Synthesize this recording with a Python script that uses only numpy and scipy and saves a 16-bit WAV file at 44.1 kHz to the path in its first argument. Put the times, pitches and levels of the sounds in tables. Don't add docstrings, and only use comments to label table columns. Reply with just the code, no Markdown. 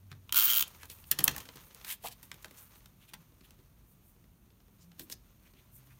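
import sys
import numpy as np
from scipy import signal
from scipy.fft import rfft, irfft, next_fast_len
from scipy.io import wavfile
from scipy.ndimage import map_coordinates

SR = 44100
rng = np.random.default_rng(int(sys.argv[2]) if len(sys.argv) > 2 else 0)


def store_pcm(level_fs):
    pcm = np.round(np.clip(level_fs, -1, 1) * 32767).astype(np.int16)
    wavfile.write(sys.argv[1], SR, np.atleast_2d(pcm).T)


N = 264159

# (t/s, level/dB)
BRUSH_FIRMNESS = [(0, -76.5), (.28, -74.5), (.66, -61), (.8, -64), (1.09, -65), (1.33, -52.5),
                  (1.44, -61.5), (1.7, -66), (1.8, -60.5), (1.97, -70.5), (2.33, -68.5), (2.62, -66),
                  (2.87, -71.5), (3.5, -72.5), (3.62, -74), (4.4, -76), (5.25, -73.5), (5.6, -71.5)]


def runner(ticks_per_tooth=7):
    # (t/s, ratchet teeth passed)
    spool_travel = [(.3238, 0), (.3438, 1), (.3582, 2), (.4158, 8), (.448, 12), (.4783, 16), (.5143, 21),
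                    (.5682, 27), (.6073, 30), (.6236, 31)]
    # (t/s, ratchet level/dB, tape peel level/dB, press on the card/dB)
    stroke_force = [(.325, -22, -47, -13.5), (.345, -23.5, -44, 11.5), (.365, -20.5, -34, 9),
                    (.405, -23, -35, 2), (.455, -31, -35.5, 0), (.505, -25, -34, -9), (.55, -25, -42, -16),
                    (.575, -24.5, -40, 4), (.626, -23, -54, -11)]
    # (f/Hz, relative level/dB)
    case_colour = [(150, -29), (300, -13), (500, -36), (900, -17), (1380, -5), (1750, -16), (2400, -8),
                   (3150, 0), (3900, -4.5), (4900, -7.5), (6500, -6.5), (8000, -9.5), (11000, -4),
                   (14500, -1)]
    gear_colour = [(2000, -40), (7000, -17), (10500, -17), (12300, -6.5), (13200, -2), (15300, 3),
                   (16500, -6)]
    peel_colour = [(120, -68.5), (200, -41), (278, -27), (424, -37.5), (821, -24), (1400, -4.5),
                   (2050, -10), (3130, -5.5), (4860, -10), (6640, -14), (7540, -22), (14900, -4.5),
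                   (16000, -6)]
    # (f/Hz, t60/s, level/dB)
    case_modes = [(3193, 0.019, -14), (3230, 0.063, -25.5), (4610, 0.033, -25), (6740, 0.017, -18.5)]
    # (f/Hz, t60/s, level/dB)
    press_modes = [(1385, 0.03, -26.5), (1453, 0.17, -29)]
    # (t at the crest/s, extra level/dB)
    gear_binds = [(.362, 8), (.39, 6.5), (.455, 8.5), (.578, 7)]
    bind_half_s = .015
    free_ring_db, damping_db = 0.5, -3
    base_gear_db, take_up_db, take_up_s = -34, -10, .035

    s, teeth = np.transpose(spool_travel)
    ratchet_db, peel_db, press_db = curves(stroke_force)
    t, now = np.arange(SR // 50) / SR, np.arange(N) / SR

    pawl = np.zeros(N)
    for at in np.interp(np.arange(teeth[-1] + 1), teeth, s):
        snap = burst(fade(t, attack=.0035, t60=0.013))
        add(pawl, at, snap * amp(rng.normal(1, .8)))
    pawl = pawl * amp(ratchet_db)
    damping = 1 + amp(press_db + damping_db) ** 2
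    free = amp(free_ring_db + 2 * wobble(90)) / damping
    ratchet = ring(pawl, case_colour)
    ratchet = ratchet + modal(pawl * free, case_modes) + modal(pawl * amp(press_db), press_modes)

    ticks = np.zeros(N)
    for at in np.interp(np.arange(teeth[-1] * ticks_per_tooth) / ticks_per_tooth, teeth, s):
        tick = burst(fade(t, attack=.0001, t60=0.0026))
        add(ticks, at + rng.normal(0, 0.000073), tick * amp(rng.normal(8.6, 4.1)))
    slack = bump((now - s[0]) ** 2, take_up_s ** 2)
    binding_db = sum(db * bump(now - at, bind_half_s) for at, db in gear_binds)
    gear_db = base_gear_db + take_up_db * slack + binding_db
    gears = ring(ticks * amp(gear_db), gear_colour)

    rolling = (now >= s[0]) & (now <= s[-1])
    peel = coloured(peel_colour) * rolling * amp(peel_db + 2.5 * wobble(700))
    return ratchet + gears + peel


def set_down():
    # (t/s, level/dB, hardness/dB, table thud level/dB, t60/s)
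    clack_list = [(1.1135, -24, 9, -49.5, 0.021), (1.1192, -40, -4, -53.5, 0.037),
                  (1.188, -30, 1, -48.5, 0.026), (1.192, -28.5, 2.5, -40, .007),
                  (1.204, -40, 1, -49.5, 0.052), (1.2409, -22, 14, -53.5, .014),
                  (1.2781, -29, -3, -50, 0.011), (1.2794, -19, -.5, -39, .011),
                  (1.2967, -44.5, 6, -58, .008), (1.312, -46.5, 3.5, -54, .03),
                  (1.363, -38, 2.5, -50.5, .017), (1.38, -41.5, 4.5, -57.5, 0.032),
                  (1.402, -47, 1, -63, .048)]
    # (f/Hz, width/Hz, level/dB)
    shell_modes = [(1227, 150, -1), (1790, 100, 6.5), (2660, 300, -0.5), (3120, 250, 1.5), (4260, 400, -5)]
    graze_s, graze_db = .003, -24
    track = np.zeros(N)

    def shell(hz):
        power = sum((amp(db) * resonance(hz, f, width)) ** 2 for f, width, db in shell_modes)
        return band(hz, 1000, 4800) * np.sqrt(power)

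    table = lambda hz: band(hz, 40, 1300) * resonance(hz, 145, 220)
    for s, db, hardness_db, thud_db, t60 in clack_list:
        levels = parts_db(db, hardness_db, thud_db)
        add(track, s - graze_s, contact(levels + graze_db, t60, shell, table, thud_t60=.15))
        add(track, s, contact(levels, t60, shell, table, thud_t60=0.12))
    return track


def taps():
    # (t/s, level/dB, hardness/dB, table thud level/dB, t60/s)
    tap_list = [(0.1156, -53, -5.5, -55, .012), (0.1268, -61, -11.5, -68, 0.0064),
                (0.2933, -52, -5, -75, .011), (.6789, -52, 11, -65.5, 0.017),
                (0.8312, -49.5, -3, -58.5, 0.019), (.8549, -56, 10, -77, .019),
                (0.8995, -44, 3, -59.5, 0.017), (1.4538, -54.5, -0.5, -59, 0.031),
                (1.4882, -50, -5, -52.5, .017), (1.5569, -54, 4, -52.5, .038),
                (1.5702, -54.5, -8, -70, 0.0095), (1.747, -49, 8.5, -60.5, 0.0084),
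                (1.8464, -43.5, 1, -61.5, 0.026), (2.0406, -48.5, 2, -53.5, .02),
                (2.0718, -40.5, 2, -71, 0.0072), (2.0842, -41.5, 8, -72, .01),
                (2.2288, -52.5, 5.5, -65, 0.04), (2.3152, -42.5, -3.5, -56, .014),
                (2.3419, -52, 2, -56, .014), (2.445, -46.5, -5, -55, .012), (2.5092, -56, 1.5, -60, 0.028),
                (2.7561, -62, -5.5, -68, .016), (2.8583, -54, -1.5, -69, 0.015),
                (3.1347, -49, -4, -62, 0.038), (3.1398, -47.5, 5, -68.5, 0.013),
                (3.5065, -56.5, 2.5, -75, 0.017), (4.9163, -64, -3.5, -69, 0.018),
                (4.9949, -44, 5.5, -49, 0.022), (5.0989, -46.5, 4, -53.5, 0.018),
                (5.1238, -46, 6.5, -55.5, .017), (5.536, -67, -6, -63, .016)]
    strays_per_s, over_brush_db, spread_db = 5, 2.5, 4
    stray_hardness_db, stray_thud_db, stray_t60_s = -4.5, -66.5, .014
    track = np.zeros(N)
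    card = lambda hz: band(hz, 900, 4500)
    mat = lambda hz: band(hz, 100, 700) * resonance(hz, 194, 300)
    strays = []
    for when, size in rng.random((round(strays_per_s * N / SR), 2)):
        s = when * N / SR
        db = np.interp(s, *np.transpose(BRUSH_FIRMNESS)) + over_brush_db + spread_db * (2 * size - 1)
        strays.append((s, db, stray_hardness_db, stray_thud_db, stray_t60_s))
    for s, db, hardness_db, thud_db, t60 in tap_list + strays:
        levels = parts_db(db, hardness_db, thud_db)
        add(track, s, contact(levels, t60, card, mat, thud_t60=0.038))
    return track


def swishes():
    # (t at the crest/s, half length/s, level/dB, pitch/Hz)
    slide_list = [(0.12, 0.014, -65, 2200), (0.829, .025, -57, 2210), (.917, 0.018, -50.5, 3600),
                  (1.88, 0.015, -47.5, 1840), (1.914, .029, -38.5, 2970), (2.066, 0.023, -42.5, 3000),
                  (2.125, 0.014, -50.5, 4000), (2.429, 0.0059, -58.5, 9000), (2.456, 0.0075, -54, 1500),
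                  (2.586, .015, -56.5, 7000), (3.03, .02, -68, 2900), (3.094, 0.012, -60, 3080),
                  (3.453, 0.015, -65.5, 3080), (4.828, 0.026, -71, 6000), (5.01, .016, -54, 4500),
                  (5.125, .015, -46, 5750), (5.465, .012, -71, 2200), (5.59, 0.027, -72.5, 2800),
                  (5.92, 0.018, -71, 2000)]
    # (t at the crest/s, half length/s, level/dB, pitch/Hz)
    flex_list = [(.12, 0.013, -55, 130), (0.295, 0.0019, -41.5, 3200), (1.26, 0.013, -44, 1000),
                 (1.296, .007, -46.5, 1230), (1.374, .018, -54, 900), (2.0505, 0.0021, -38.5, 900),
                 (2.073, 0.0044, -41.5, 3500), (2.453, 0.0057, -51, 520), (2.63, 0.066, -72, 1380),
                 (5.012, .018, -52.5, 300), (5.126, 0.0033, -40.5, 5530)]
    # (f/Hz, relative level/dB)
    card_colour = [(180, -66), (300, -19), (762, -27.5), (1030, -3.5), (1390, -37), (1660, 2), (1900, -7.5),
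                   (3400, -0.5), (4990, -5), (15000, 2.5), (16000, -6.5)]
    rise_share, fall_share = 1.16, .8
    sheet_db, sheet_grows = -29, 0.54
    slide_width, flex_width = 0.59, .38
    scraping, sounding = np.zeros(N), np.zeros(N)
    t = np.arange(-SR // 3, SR // 3) / SR

    def sheet(pitch_hz, width):
        return noise(lambda hz: resonance(hz, pitch_hz, 2 * width * pitch_hz) ** 4, size=len(t))

    for s, half, db, pitch_hz in slide_list:
        swell = bump(t, half * np.where(t < 0, rise_share, fall_share))
        scrape = noise(lambda hz: amp(along(card_colour, hz)), size=len(t))
        add(scraping, s + t[0], swell * amp(db) * scrape)
        add(sounding, s + t[0], swell * amp(sheet_db + sheet_grows * db) * sheet(pitch_hz, slide_width))
    for s, half, db, pitch_hz in flex_list:
        add(sounding, s + t[0], bump(t, half) * amp(db) * sheet(pitch_hz, flex_width))
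    grip = np.tanh(wobble(450))
    return scraping * amp(3.9 * grip - 0.65) + sounding * amp(1.5 * grip)


def lifts():
    # (t at the crest/s, half length/s, level/dB, pitch at the crest/Hz, sweep/octaves per s)
    lift_list = [(1.908, 0.014, -49, 2056, 22), (2.051, 0.0097, -42.5, 881, 55)]
    lift_width = 0.3
    track = np.zeros(N)
    t = np.arange(-SR // 20, SR // 20) / SR
    for s, half, db, pitch_hz, octaves in lift_list:
        phase = 2 * np.pi * np.cumsum(pitch_hz * 2 ** (octaves * t)) / SR
        flutter = lambda: noise(lambda hz: bump(hz, lift_width * pitch_hz), size=len(t))
        note = flutter() * np.cos(phase) + flutter() * np.sin(phase)
        add(track, s + t[0], amp(db) * bump(t, half) * note)
    return track


def brushing():
    # (f/Hz, relative level/dB)
    scrape_colour = [(240, -31), (400, -2.5), (571, -0.5), (712, -5), (979, 0), (1190, 1), (1330, -1),
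                     (1640, -4), (2520, -3.5), (4590, -7), (4820, -10.5), (6550, -5), (7500, -14),
                     (9750, -37), (16500, -120)]
    hiss_colour = [(4500, -31), (6500, -9.5), (7600, -9), (9200, -0.5), (10400, -6.5), (12000, 1),
                   (15200, 2), (16000, -9)]
    # (t at the crest/s, half length/s, level/dB)
    glide_list = [(0.93, 0.03, -58.5), (1.0, 0.061, -63), (1.085, 0.022, -58), (1.65, 0.052, -62),
                  (1.923, .025, -46), (2.25, .02, -61), (2.615, 0.056, -57.5), (2.772, 0.037, -65),
                  (3.91, 0.044, -67.5), (4.083, 0.051, -67), (5.031, .025, -56.5), (5.759, 0.032, -57),
                  (5.868, 0.018, -68)]
    hiss_db, hiss_grows = -13, 0.81
    firm_db, = curves(BRUSH_FIRMNESS)
    scrape_db = firm_db + 1.2 * wobble(14)
    gliding = sum(amp(db) * bump(np.arange(N) / SR - s, half) for s, half, db in glide_list)
    hiss = np.hypot(amp(hiss_db + hiss_grows * scrape_db), gliding)
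    catching = np.clip((scrape_db + 79) / 20, .02, .5)
    grain = wobble(55) * catching

    def rub(colour):
        crackle = ring(grains(rate=560, spread_db=3), colour)
        return np.sqrt(1 - catching) * coloured(colour) + np.sqrt(catching) * crackle

    scrape = rub(scrape_colour) * amp(scrape_db + 4.2 * grain)
    return scrape + rub(hiss_colour) * hiss * amp(1.5 * grain)


def background():
    # (f/Hz, relative level/dB)
    rumble_colour = [(13, -44.5), (22, -19), (43, 1), (76, -3.5), (108, -4), (146, -7), (200, -8.5),
                     (317, -19), (346, -17.5), (578, -29), (620, -25.5), (767, -28.5), (964, -32),
                     (1500, -37.5), (1950, -62), (3300, -120)]
    # (t at the crest/s, half length/s, f/Hz, level/dB)
    hum_list = [(0.11, 0.24, 94.4, -53.5), (0.91, 0.38, 80, -60.5), (3.205, 0.026, 162.6, -55.5),
                (4.887, 0.081, 171.6, -56.5), (5.871, .17, 128.2, -59.5)]
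    t = np.arange(N) / SR
    hum = np.zeros(N)
    for s, half, hz, db in hum_list:
        hum += amp(db) * bump(t - s, half) * np.sin(2 * np.pi * hz * t + .4 * wobble(23))
    return amp(-62.5) * coloured(rumble_colour) + hum


def room(x, gap=.005, echo=.012):
    # (f/Hz, t60/s)
    room_decay = [(150, .35), (1200, 0.16), (4000, 0.23), (15000, 0.07)]
    # (f/Hz, relative level/dB)
    room_colour = [(200, 9.5), (1200, 2), (3000, -1.5), (9000, -2.5), (15000, -1.5)]
    hz, t, z = signal.stft(rng.standard_normal(SR // 2), SR, nperseg=256)
    early = 1 + 0.87 * np.exp(-t / .012)
    decay = amp(-60 * t / along(room_decay, hz)[:, None])
    tail = signal.istft(z * early * decay, SR, nperseg=256)[1]
    tail = np.pad(tail / np.linalg.norm(tail), (round(gap * SR), 0))
    delay = np.arange(len(tail)) / SR
    tail = tail * (0.86 + 1.0 * bump(delay - echo, 0.0014))
    return ring(signal.fftconvolve(x, tail)[:N], room_colour)


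def contact(colour_db, t60, body, table, thud_t60):
    t = np.arange(SR // 5) / SR
    thud_db, body_db, edge_db, snap_db = colour_db
    thud = noise(table, size=len(t)) * fade(t, attack=.002, t60=thud_t60)
    middle = noise(body, size=len(t)) * fade(t, attack=.0012, t60=1.12 * t60)
    edge = noise(lambda hz: band(hz, 3400, 9500), size=len(t)) * fade(t, attack=0.00031, t60=t60)
    snap = noise(lambda hz: band(hz, 12000, 16500), size=len(t)) * fade(t, attack=0.00028, t60=0.92 * t60)
    return amp(thud_db) * thud + amp(body_db) * middle + amp(edge_db) * edge + amp(snap_db) * snap


def parts_db(level_db, hardness_db, thud_db):
    return np.array([thud_db, level_db - hardness_db, level_db, level_db + hardness_db])


def burst(envelope):
    spectrum = rfft(rng.standard_normal(len(envelope)) * envelope)
    evened = spectrum / np.sqrt(np.abs(spectrum) + 1e-9)
    x = irfft(evened, len(envelope)) * np.sqrt(envelope)
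    return x * np.linalg.norm(envelope) / np.linalg.norm(x)


def grains(rate, spread_db):
    hits = rng.random(N) < rate / SR
    sizes = amp(spread_db * np.minimum(rng.exponential(size=N), 2))
    return unit(hits * rng.choice([-1, 1], N) * sizes)


def modal(x, modes):
    t = np.arange(SR // 10) / SR

    def mode(hz, t60):
        return np.diff(np.sin(2 * np.pi * hz * t) * amp(-60 * t / t60))

    response = sum(amp(db) * unit(mode(hz, t60)) for hz, t60, db in modes)
    return signal.fftconvolve(x, response / np.sqrt(len(t)))[:N]


def ring(x, points, size=2048):
    cepstrum = irfft(np.log(amp(along(points, np.fft.rfftfreq(size, 1 / SR)))))
    cepstrum[1:size // 2] *= 2
    cepstrum[size // 2 + 1:] = 0
    response = irfft(np.exp(rfft(cepstrum)))
    return signal.fftconvolve(x, response / np.linalg.norm(response))[:N]


def noise(gain, size=N):
    m = next_fast_len(size + 64)
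    spectrum = rfft(rng.standard_normal(m)) * gain(np.fft.rfftfreq(m, 1 / SR))
    return unit(irfft(spectrum, m)[:size])


def coloured(points):
    return noise(lambda hz: amp(along(points, hz)))


def band(hz, lo_hz, hi_hz):
    return 1 / np.sqrt((1 + (lo_hz / (hz + 1)) ** 8) * (1 + (hz / hi_hz) ** 8))


def resonance(hz, centre_hz, width_hz):
    return 1 / np.sqrt(1 + (2 * (hz - centre_hz) / width_hz) ** 2)


def fade(t, attack, t60):
    shape = (1 - np.exp(-t / attack)) * amp(-60 * t / t60)
    return shape / shape.max()


def bump(t, half):
    return np.exp(-(t / half) ** 2)


def wobble(rate):
    knots = rng.standard_normal(int(N * rate / SR) + 4)
    return map_coordinates(knots, [np.arange(N) * rate / SR])


def curves(rows):
    s, *cols = np.transpose(rows)
    return [np.interp(np.arange(N) / SR, s, c) for c in cols]


def along(points, hz):
    f, v = np.transpose(points)
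    return np.interp(np.log(hz + 1), np.log(f + 1), v)


def add(track, s, sound):
    start = round(s * SR)
    sound, start = sound[max(0, -start):], max(0, start)
    track[start:start + len(sound)] += sound[:max(0, N - start)]


def amp(db):
    return 10 ** (np.asarray(db) / 20)


def unit(x):
    return x / np.sqrt(np.mean(x ** 2) + 1e-20)


def scene():
    rasp, clacks, paper = runner(), set_down(), taps() + swishes() + lifts()
    walls = room(amp(-11.0) * rasp + amp(-12.5) * clacks + amp(-11.5) * paper)
    return (rasp + clacks + paper + walls + brushing() + background())[None]


def record(dry):
    m = next_fast_len(N + SR // 2)
    hz = np.fft.rfftfreq(m, 1 / SR)
    low_pass = (1 - np.tanh((hz - 15950) / 110)) / 2
    return irfft(rfft(dry, m) * band(hz, 37, SR) * low_pass, m)[..., :N]


dry = scene()
out = record(dry)
store_pcm(out)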